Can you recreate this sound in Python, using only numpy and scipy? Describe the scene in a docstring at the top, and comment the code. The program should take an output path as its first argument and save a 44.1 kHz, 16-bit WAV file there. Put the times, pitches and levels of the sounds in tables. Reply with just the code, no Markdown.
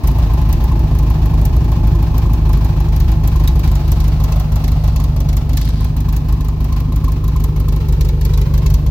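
"""An air-cooled flat-four idles in a yard, the stereo microphone close behind the engine bay.
Two cylinders fire every time, a weak one every second time and a fouled one only now and then,
so the exhaust lopes. The intake drones, valve gear clatters, gas spits from a leaky joint and the
cooling fan rushes. The bay's hum fades as the lid comes down and the microphone backs away
towards a wall. Loose metal pings once; sandals scuff the dirt."""
import sys
import numpy as np
from scipy import signal
from scipy.fft import rfft, irfft, next_fast_len
from scipy.io import wavfile
from scipy.ndimage import uniform_filter1d

SR = 44100
rng = np.random.default_rng(int(sys.argv[2]) if len(sys.argv) > 2 else 0)


def generate_wav(signal):
    """Clip the signal to [-1, 1] and save it as 16-bit WAV at the path in sys.argv[1]."""
    frames = np.transpose(np.atleast_2d(signal))
    scaled = np.clip(frames, -1, 1) * 32767
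    pcm = np.round(scaled).astype(np.int16)
    wavfile.write(sys.argv[1], SR, pcm)


N = 392490
TIME = np.arange(N) / SR


def from_db(db):
    return 10 ** (np.asarray(db) / 20)


def rms_one(x):
    return x / np.sqrt(np.mean(x ** 2) + 1e-20)


def in_time(rows):
    """Each column of a curve, sample by sample."""
    times, *columns = np.transpose(rows)
    return [np.interp(TIME, times, column) for column in columns]


def at_hz(points, hz):
    """A spectrum read on a log-frequency axis."""
    point_hz, value = np.transpose(points)
    return np.interp(np.log(hz + 1), np.log(point_hz), value)


def butter(x, order, hz, kind="low"):
    return signal.sosfilt(signal.butter(order, hz, kind, fs=SR, output="sos"), x)


def clicks(times, sizes):
    """Single impulses at the given moments."""
    at = np.round(times * SR).astype(int)
    inside = (at >= 0) & (at < N)
    return np.bincount(at[inside], (sizes * np.ones(len(at)))[inside], N) + 1e-18


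def swell(x, rise_s, fall_s):
    """Two one-pole lags turn each click into a bump."""
    for seconds in (fall_s, rise_s):
        x = signal.lfilter([1], [1, -np.exp(-1 / (seconds * SR))], x)
    return x / (rise_s * SR)


def resonate(x, modes):
    """Parallel resonances with alternating signs."""
    out = 0
    for k, (hz, width, db) in enumerate(modes):
        r = np.exp(-np.pi * width / SR)
        poles = [1, -2 * r * np.cos(2 * np.pi * hz / SR), r * r]
        out = out + (-1) ** k * from_db(db) * (1 - r * r) / 2 * signal.lfilter([1, 0, -1], poles, x)
    return out


def uneven(times, spread_db):
    """A random gain for each stroke: no two are equally strong."""
    return from_db(spread_db * rng.standard_normal(len(times)))


def on_strokes(times, events, within_s=.015):
    """Which stroke (row) each event (column) falls on."""
    return np.abs(times[:, None] - np.array(events)[:, 0]) < within_s


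def accent_db(times, events):
    """The extra level that a table of accents gives each stroke."""
    return on_strokes(times, events) @ np.array(events)[:, 1]


# the two sides of the microphone: (frequency [Hz], correlation [-1..1])
STEREO_LIKENESS = [(100, 0.67), (350, 0.99), (700, 0.54), (1050, 0.47), (1600, -0.14), (2800, 0.05),
                   (5600, -0.06), (14000, -0.04)]
# their balance: (frequency [Hz], left minus right [dB])
STEREO_BALANCE = [(300, -0.7), (700, 1), (1400, 0), (2800, 0.1), (5600, -1.5), (9500, 1), (14000, 5.5)]
def spread(pair, spectrum=None):
    """Two unrelated signals become left and right: alike in the bass, apart in the treble; rms 1."""
    size = next_fast_len(N)
    hz = np.arange(size // 2 + 1) * SR / size
    mid, side = rfft(pair, size)
    alike = np.clip(at_hz(STEREO_LIKENESS, hz), -1, 1)
    sign = np.array([[1], [-1]])
    stereo = np.sqrt(1 + alike) * mid + sign * np.sqrt(1 - alike) * side
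    stereo *= from_db(sign * at_hz(STEREO_BALANCE, hz) / 2)
    if spectrum is not None:
        low_cut = 1 + (spectrum[0][0] / (hz + 1)) ** 4
        high_cut = 1 + (hz / spectrum[-1][0]) ** 8
        stereo *= from_db(at_hz(spectrum, hz)) / low_cut / high_cut
    return rms_one(irfft(stereo, size)[:, :N])


def noise(spectrum):
    """Stereo turbulence of the given colour."""
    return spread(rng.standard_normal((2, N)), spectrum)


# idle speed between pops: (time [s], exhaust strokes [1/s])
IDLE_SPEED = [(0.0, 25.877), (1.18, 24.733), (2.25, 26.078), (2.48, 24.836), (3.88, 23.926), (4.08, 25.018),
              (4.77, 25.077), (5.22, 24.21), (6.78, 25.285), (8.16, 24.455), (8.9, 24.612)]
# the fouled cylinder catches with a pop: (time [s], extra spit [dB])
POPS = [(0.07, 8.5), (0.53, 8), (0.981, 0), (1.449, 8), (2.531, 1), (3.0, 2), (3.47, 7.5), (5.572, 7.5)]
# the weak cylinder changes step: (time [s])
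STUMBLES = [3.1, 5.85]
def strokes(fouled=1, weak=2, kick_per_s=2.188, kick_fade_s=.2, lead_in_strokes=.89):
    """When each exhaust valve opens, whose it is and whether it fired; pops briefly raise the speed."""
    kicks = sum((TIME > s) * np.exp(-np.abs(TIME - s) / kick_fade_s) for s, _ in POPS)
    rate = in_time(IDLE_SPEED)[0] + kick_per_s * kicks
    turned = np.cumsum(rate) / SR - lead_in_strokes
    number = np.arange(int(turned[-1]) + 1)
    times = np.interp(number, turned, TIME)
    cycle, cylinder = np.divmod(number, 4)
    in_step = (cycle - np.searchsorted(STUMBLES, times)) % 2 == 0
    popped = on_strokes(times, POPS).any(axis=1)
    fired = np.select([cylinder == fouled, cylinder == weak], [popped, in_step], True)
    return times, cylinder, fired


# exhaust headers, then silencer and tailpipes: (frequency [Hz], width [Hz], gain [dB])
HEADER_MODES = [(91.8, 48.6, -6.5)]
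PIPE_MODES = [(45.43, 12, 7), (67.45, 8.25, 7)]
def exhaust(times, fired, delay_s, blow_db, sweep_s, sweep_db, suck_s=0.0052, suck_db=-3.5):
    """A burned charge blows down the pipe, a missed one sucks back; then the piston sweeps gas out."""
    jitter_s = .00015 * rng.standard_normal((3, len(times)))
    blow = clicks(times + delay_s + jitter_s[0], fired * from_db(blow_db) * uneven(times, 1.23))
    suck = clicks(times + suck_s + jitter_s[1], ~fired * from_db(suck_db) * uneven(times, 2.0))
    sweep = clicks(times + sweep_s + jitter_s[2], from_db(sweep_db) * uneven(times, 3.5))
    pulses = butter(blow - suck + sweep, order=2, hz=150)
    return rms_one(resonate(pulses, HEADER_MODES) - resonate(pulses, PIPE_MODES))


# carburettor throat and manifold: (frequency [Hz], width [Hz], gain [dB])
INTAKE_MODES = [(104.4, 17.2, -4.5), (148.6, 13.9, -0.5), (224.6, 9.4, -14.5)]
def intake(times, gulp_db, lag_s=0.01151):
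    """Every cylinder gulps air, fired or not, and keeps the manifold droning."""
    jitter_s = .0003 * rng.standard_normal(len(times))
    gulps = clicks(times + lag_s + jitter_s, from_db(gulp_db) * uneven(times, spread_db=1.2))
    return rms_one(butter(resonate(gulps, INTAKE_MODES), order=4, hz=190))


# air close to the tailpipes: (frequency [Hz], relative density [dB])
RUMBLE_SPECTRUM = [(24, -17), (60, -8.5), (120, 3.5), (170, -10), (260, -20.5)]
def rumble():
    """Low turbulence swirls around the tailpipes."""
    return noise(RUMBLE_SPECTRUM)


# gas at the tailpipe mouths: (frequency [Hz], relative density [dB])
CHUFF_SPECTRUM = [(130, 5), (190, 2.5), (260, 2.5), (340, -4.5), (410, -6.5), (500, -12), (800, -24)]
def chuff(times, fired, lag_s=0.0062, miss_db=-5, steady=0.48):
    """Each slug of gas leaves the tailpipes as a short, low puff."""
    slugs = clicks(times + lag_s, np.where(fired, 1, from_db(miss_db)))
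    return rms_one(noise(CHUFF_SPECTRUM) * (steady + swell(slugs, rise_s=0.0076, fall_s=0.0057)))


# ringing of crankcase and tinware: (frequency [Hz], width [Hz], gain [dB])
CASE_MODES = [(529, 227, -7), (634, 90, 1.5), (732, 110, -3), (842, 35, 1.5), (917, 29, -2)]
TIN_MODES = [(1035, 31, 4), (1108, 95, -4.5), (1240, 95, -10.5)]
def clatter(times, strength, modes, steady, tap, close_s=.017):
    """Pistons and gears rattle under each stroke; a valve taps as it opens and another as it seats."""
    blows = clicks(times, strength * uneven(times, spread_db=5.0))
    load = steady + swell(blows, rise_s=0.0033, fall_s=0.011)
    rattle = rng.standard_normal((2, N)) * load
    for part in rattle:
        for lag_s in (0, close_s):
            part += tap * clicks(times + lag_s, strength * rng.standard_normal(len(times)))
    return spread(butter(resonate(rattle, modes), order=2, hz=[380, 1700], kind="band"))


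# jolts to the tinware, in firing order: (lag [s], level fired [dB], level missed [dB])
JOLTS = [(0.00026, -3.5, -3), (0.006, -4, -11), (-0.004, -1, -23), (-0.0037, -5, -1.5)]
# knocks that stand out: (time [s], extra level [dB])
LOUD_KNOCKS = [(6.4, 5), (6.48, 3.5), (7.04, 4.5), (7.08, 12.5), (7.36, 4)]
def tin_knocks(times, cylinder, fired):
    """Each stroke jolts the loose tinware, which rings briefly."""
    lag_s, fired_db, missed_db = np.array(JOLTS)[cylinder].T
    jolt_db = np.where(fired, fired_db, missed_db) + accent_db(times, LOUD_KNOCKS)
    jolts = clicks(times + lag_s, from_db(jolt_db) * uneven(times, spread_db=1.0))
    rattle = swell(jolts, rise_s=0.00087, fall_s=0.0035) * rng.standard_normal(N)
    return rms_one(butter(resonate(rattle, TIN_MODES), order=2, hz=[850, 1300], kind="band"))


# cooling air from just behind the bay: (frequency [Hz], relative density [dB])
FAN_SPECTRUM = [(760, 11.5), (1300, 4), (1460, -1), (1730, 0), (2090, -4), (2370, -1), (3420, -6),
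                (4040, -4.5), (6150, -10.5), (8170, -19.5), (9270, -17.5), (11000, -21.5), (12300, -14.5),
                (13800, -10.5), (16000, -8)]
def fan(times, strength, throb=0.8):
    """Cooling air rushes over the fins, with a sharp gasp on every stroke."""
    pushes = clicks(times + 0.00041, strength * uneven(times, spread_db=3.0))
    gasps = swell(pushes, rise_s=0.0067, fall_s=0.019)
    return rms_one(noise(FAN_SPECTRUM) * (1 + throb * gasps))


# leaks in firing order: (lag [s], spit [dB], rasp [dB], share of the shading [0..1])
LEAKS = [(0.0014, -21, -1, 0.15), (-0.0004, -18.5, 4.5, 0.06), (0.0042, -20, 3.5, 0.6),
         (0.0032, -22.5, -2.5, 1)]
# unusually hard firings: (time [s], extra spit [dB])
HARD_FIRINGS = [(0.64, 5), (2.18, 7.5), (2.33, 5), (2.96, 5.5), (3.27, 9), (3.92, 9), (4.24, 7), (4.32, 2),
                (4.68, 5), (5.29, -1.5), (5.37, 6), (6.13, 2), (6.16, 6), (7.44, 8.5), (8.0, 3.5),
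                (8.25, 6.5), (8.66, 2), (8.74, 7.5)]
# one side of the engine, at first shaded from the microphone by a crouching man: (time [s], level [dB])
SHADING = [(2.9, -15), (3.4, -1.5), (6.2, 0), (6.6, -5.5), (7.2, -3), (7.6, 0.5), (8.9, 2)]
# rasp at the microphone: (time [s], relative level [dB])
RASP_AT_MIC = [(0, -43.5), (2.6, -39), (3.7, -35), (5.6, -33), (6.0, -38.5), (7.6, -38), (8.1, -33),
               (8.9, -33)]
def leak_pulses(times, cylinder, spread_db=1.3, rasp_follows=.5):
    """Every firing leaks: its moment, and the levels of its bright spit and of its rasp."""
    lag_s, spit_db, rasp_db, shaded = np.array(LEAKS)[cylinder].T
    extra_db = accent_db(times, POPS + HARD_FIRINGS)
    chance_db = spread_db * rng.standard_normal(len(times))
    shade_db = shaded * np.interp(times, *np.transpose(SHADING))
    swing_db = np.where(extra_db != 0, extra_db, chance_db) + shade_db
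    mic_db = np.interp(times, *np.transpose(RASP_AT_MIC))
    return times + lag_s, spit_db + swing_db, rasp_db + mic_db + rasp_follows * swing_db


def burst(times, level_db, rise_s, fall_s, tail_db, tail_s):
    """Envelope of a jet of gas, followed by its scatter from the walls of the yard."""
    power = clicks(times, from_db(level_db) ** 2)
    return np.sqrt(swell(power, rise_s, fall_s) + from_db(tail_db) ** 2 * swell(power, fall_s, tail_s))


# the leaking jet at close range: (frequency [Hz], relative density [dB])
SPIT_SPECTRUM = [(4000, -12), (6500, -6.5), (8300, -14), (9400, -5), (10900, -10), (12600, 1.5),
                 (14000, 1.5), (16000, 0.5)]
RASP_SPECTRUM = [(1000, -61), (1800, 7), (2600, 1), (3200, 7), (3900, 8), (5000, 9), (6500, 5.5),
                 (8000, -2.5), (11000, -13)]
def leak(times, spit_db, rasp_db):
    """Firings force a joint open: a thin bright spit, then a fuller rasp."""
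    spit = burst(times + 0.00016, spit_db - 7, rise_s=0.00082, fall_s=0.0016, tail_db=-29, tail_s=0.034)
    rasp = burst(times + 0.00072, rasp_db + 1.5, rise_s=0.0031, fall_s=0.0031,
                 tail_db=-14.5, tail_s=0.017)
    return spit * noise(SPIT_SPECTRUM) + rasp * noise(RASP_SPECTRUM)


def between_panels(x, bounce=0.33, longest_s=.004, count=6):
    """Quick bounces between steel panels give a tinny colour, different left and right."""
    out = x.copy()
    for side in range(2):
        lags = (rng.uniform(.0004, longest_s, count) * SR).astype(int) + 1
        for lag, sign in zip(lags, rng.choice([-1, 1], count)):
            out[side, lag:] += sign * bounce * x[side, :-lag]
    return out / np.sqrt(1 + count * bounce ** 2)


# ringing of the loose joint: (frequency [Hz], width [Hz], gain [dB])
JOINT_MODES = [(1740, 50, 1), (2187, 76, -1.5), (2620, 60, 1), (3876, 46, 4.5), (4453, 58, 1),
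               (5865, 64, -0.5), (7050, 99, -1), (9700, 110, -11.5), (13100, 100, -1.5)]
def joint_ring(times, rasp_db, gain_db=17.5):
    """Each spit shakes the joint, ringing its modes in a different balance every time."""
    ring = 0
    for mode in JOINT_MODES:
        blows = clicks(times, from_db(rasp_db) * uneven(times, spread_db=3.0))
        shaking = swell(blows, rise_s=0.0017, fall_s=0.0029) * rng.standard_normal((2, N))
        ring += resonate(shaking, [mode])
    return from_db(gain_db) * ring


def with_echo(x, path, dull_hz=2000):
    """One dull reflection whose delay follows the microphone: a hollow colour that slides in pitch."""
    delay_s, strength = in_time(path)
    dull = butter(x, order=1, hz=dull_hz)
    late = np.array([np.interp(TIME - delay_s, TIME, side) for side in dull])
    return x + strength * late


# ground between engine and microphone: (time [s], delay [s], strength [0..1])
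GROUND_ECHO = [(0, 0.001, 0.21), (3.5, 0.0012, 0.12), (4.4, 0.0014, 0.26), (5.3, 0.0014, 0.28),
               (6.5, 0.000973, 0.18), (7.5, 0.00066, 0.01), (8.9, 0.00048, 0)]
def over_ground(x):
    """Adds the bounce off the ground, whose detour shrinks as the microphone backs away."""
    return with_echo(x, GROUND_ECHO)


def hollow(times, modes, level):
    """Each stroke stirs the air in a half-closed space, which hums."""
    stir = (1 + swell(clicks(times, 0.64), rise_s=0.0041, fall_s=0.0056)) * rng.standard_normal(N)
    return from_db(in_time(level)[0]) * rms_one(resonate(resonate(stir, modes), modes))


# the open engine bay: (frequency [Hz], width [Hz], gain [dB])
BAY_MODES = [(334, 50, 1), (852.5, 36, -2)]
# what reaches the microphone past the lid: (time [s], level [dB])
BAY_AT_MIC = [(0, -37), (2, -34.5), (3.6, -37), (4.8, -52.5)]
def bay_hum(times):
    """The air in the bay hums until the lid shuts it in."""
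    return hollow(times, BAY_MODES, BAY_AT_MIC)


def ping(start_s=3.476, hz=3800, t60_s=.05, level_db=-21):
    """A loose piece of metal rings for an instant."""
    age = np.maximum(TIME - start_s, 0)
    return from_db(level_db - 60 * age / t60_s) * np.sin(2 * np.pi * hz * age)


# a low hollow: (frequency [Hz], width [Hz], gain [dB])
UNDERBODY_MODES = [(242.2, 49, 0)]
# its hum as the microphone draws back: (time [s], level [dB])
UNDERBODY_AT_MIC = [(3.8, -52), (5.2, -35.5), (7.2, -36), (8.1, -56)]
def underbody_hum(times):
    """A low hum, likely from the space under the car."""
    return hollow(times, UNDERBODY_MODES, UNDERBODY_AT_MIC)


# sandals on the dirt of the yard: (centre time [s], half-width [s], level [dB])
SCUFFS = [(3.95, 0.27, -47), (4.883, 0.28, -48), (5.655, 0.085, -40), (5.83, 0.074, -43), (8.297, 0.1, -52)]
def scuffs(grit_db=4.5):
    """Soles drag over gritty ground."""
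    drag = sum(from_db(db) * np.exp(-((TIME - s) / width) ** 2) for s, width, db in SCUFFS)
    grit = from_db(grit_db * rms_one(uniform_filter1d(rng.standard_normal(N), size=60)))
    hiss = noise([(900, 7), (2500, 1), (4500, 7.5), (7000, -8), (10000, -7), (15000, -26)])
    return drag * grit * hiss


# the hollow beside the wall: (frequency [Hz], width [Hz], gain [dB])
CORNER_MODES = [(400, 146, 0)]
# its hum at the microphone: (time [s], level [dB])
CORNER_AT_MIC = [(6.5, -56), (7.9, -39), (8.4, -37.5), (8.9, -48)]
def corner_hum(times):
    """The air beside the wall hums in one hollow swell."""
    return hollow(times, CORNER_MODES, CORNER_AT_MIC)


# a wall close to the microphone at the end: (time [s], delay [s], strength [0..1])
WALL_ECHO = [(7.0, 0.0023, 0.01), (8.2, 0.0021, 0.44), (8.55, 0.00186, 0.5), (8.9, 0.0018, 0.15)]
def beside_wall(x):
    """Adds the bounce off the wall, which arrives sooner as the microphone nears it."""
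    return with_echo(x, WALL_ECHO)


# cylinders in firing order: (header delay [s], blowdown [dB], piston sweep lag [s], sweep [dB],
# intake gulp [dB], fan gasp [dB], clatter [dB])
CYLINDERS = [(0.00024, -0.6, 0.0126, -10, -4, 9.5, -6.5), (0.00068, -0.5, 0.02594, -12.5, 4.5, 10, -8.5),
             (0.00018, -1, 0.0251, -16, -1.5, 3, -10), (0.00069, -2.5, 0.024, -32, 2, 11, -5.5)]
# gas flow at the microphone, relative levels: (time [s], boom and rumble [dB], chuff and intake [dB])
FLOW_AT_MIC = [(0.0, -11.5, -30), (1.6, -11.5, -28.5), (3.9, -11, -31), (5.2, -13.0, -31.5),
               (6.8, -14, -32), (7.6, -13.0, -31.5), (8.9, -10.5, -30)]
# engine at the microphone, relative levels: (time [s], crankcase [dB], tinware [dB], fan [dB])
ENGINE_AT_MIC = [(0.0, -34.5, -40.5, -46), (0.8, -34.5, -41.5, -47.5), (2.4, -37.0, -39, -48.5),
                 (3.4, -39, -39.5, -47.5), (4.3, -35.5, -39.5, -46.5), (5.2, -37.5, -41, -51.5),
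                 (5.9, -44.5, -44.5, -51), (6.4, -41, -42.0, -51), (7.2, -43.5, -39.0, -51.5),
                 (7.8, -44.5, -42, -51.5), (8.3, -45, -52, -49), (8.9, -40, -45.5, -51)]
def scene():
    """One train of strokes drives the whole engine; ground and wall reflect all but its drones."""
    times, cylinder, fired = strokes()
    delay_s, blow_db, sweep_s, sweep_db, gulp_db, gasp_db, clatter_db = np.array(CYLINDERS)[cylinder].T
    boom_db, flow_db = in_time(FLOW_AT_MIC)
    case_db, tin_db, fan_db = in_time(ENGINE_AT_MIC)
    leak_times, spit_db, rasp_db = leak_pulses(times[fired], cylinder[fired])
    boom = from_db(boom_db - 0.07) * exhaust(times, fired, delay_s, blow_db, sweep_s, sweep_db)
    drone = from_db(flow_db + 11.5) * intake(times, gulp_db)
    swirl = from_db(boom_db - 15) * rumble()
    puffs = from_db(flow_db + 1.4) * chuff(times, fired)
    case = from_db(case_db - 1.6) * clatter(times, from_db(clatter_db), CASE_MODES, steady=0.42, tap=13.7)
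    tin = from_db(tin_db - 4.5) * clatter(times, from_db(clatter_db), TIN_MODES, steady=0.29, tap=15)
    knocks = from_db(tin_db - 3) * tin_knocks(times, cylinder, fired)
    air = from_db(fan_db + 11) * fan(times, from_db(gasp_db))
    gas = between_panels(leak(leak_times, spit_db, rasp_db)) + joint_ring(leak_times, rasp_db)
    engine = beside_wall(over_ground(puffs + case + tin + knocks + air + gas))
    hum = bay_hum(times) + underbody_hum(times) + corner_hum(times)
    return boom + drone + swirl + engine + hum + ping() + scuffs()


def record(dry, ceiling=.95, cutoff_hz=15900):
    """The microphone chain rounds the highest peaks and cuts the top of the treble."""
    rounded = dry / (1 + np.abs(dry / ceiling) ** 8) ** (1 / 8)
    return signal.sosfilt(signal.ellip(10, .2, 80, cutoff_hz, fs=SR, output="sos"), rounded)


dry = scene()
out = record(dry)
generate_wav(out)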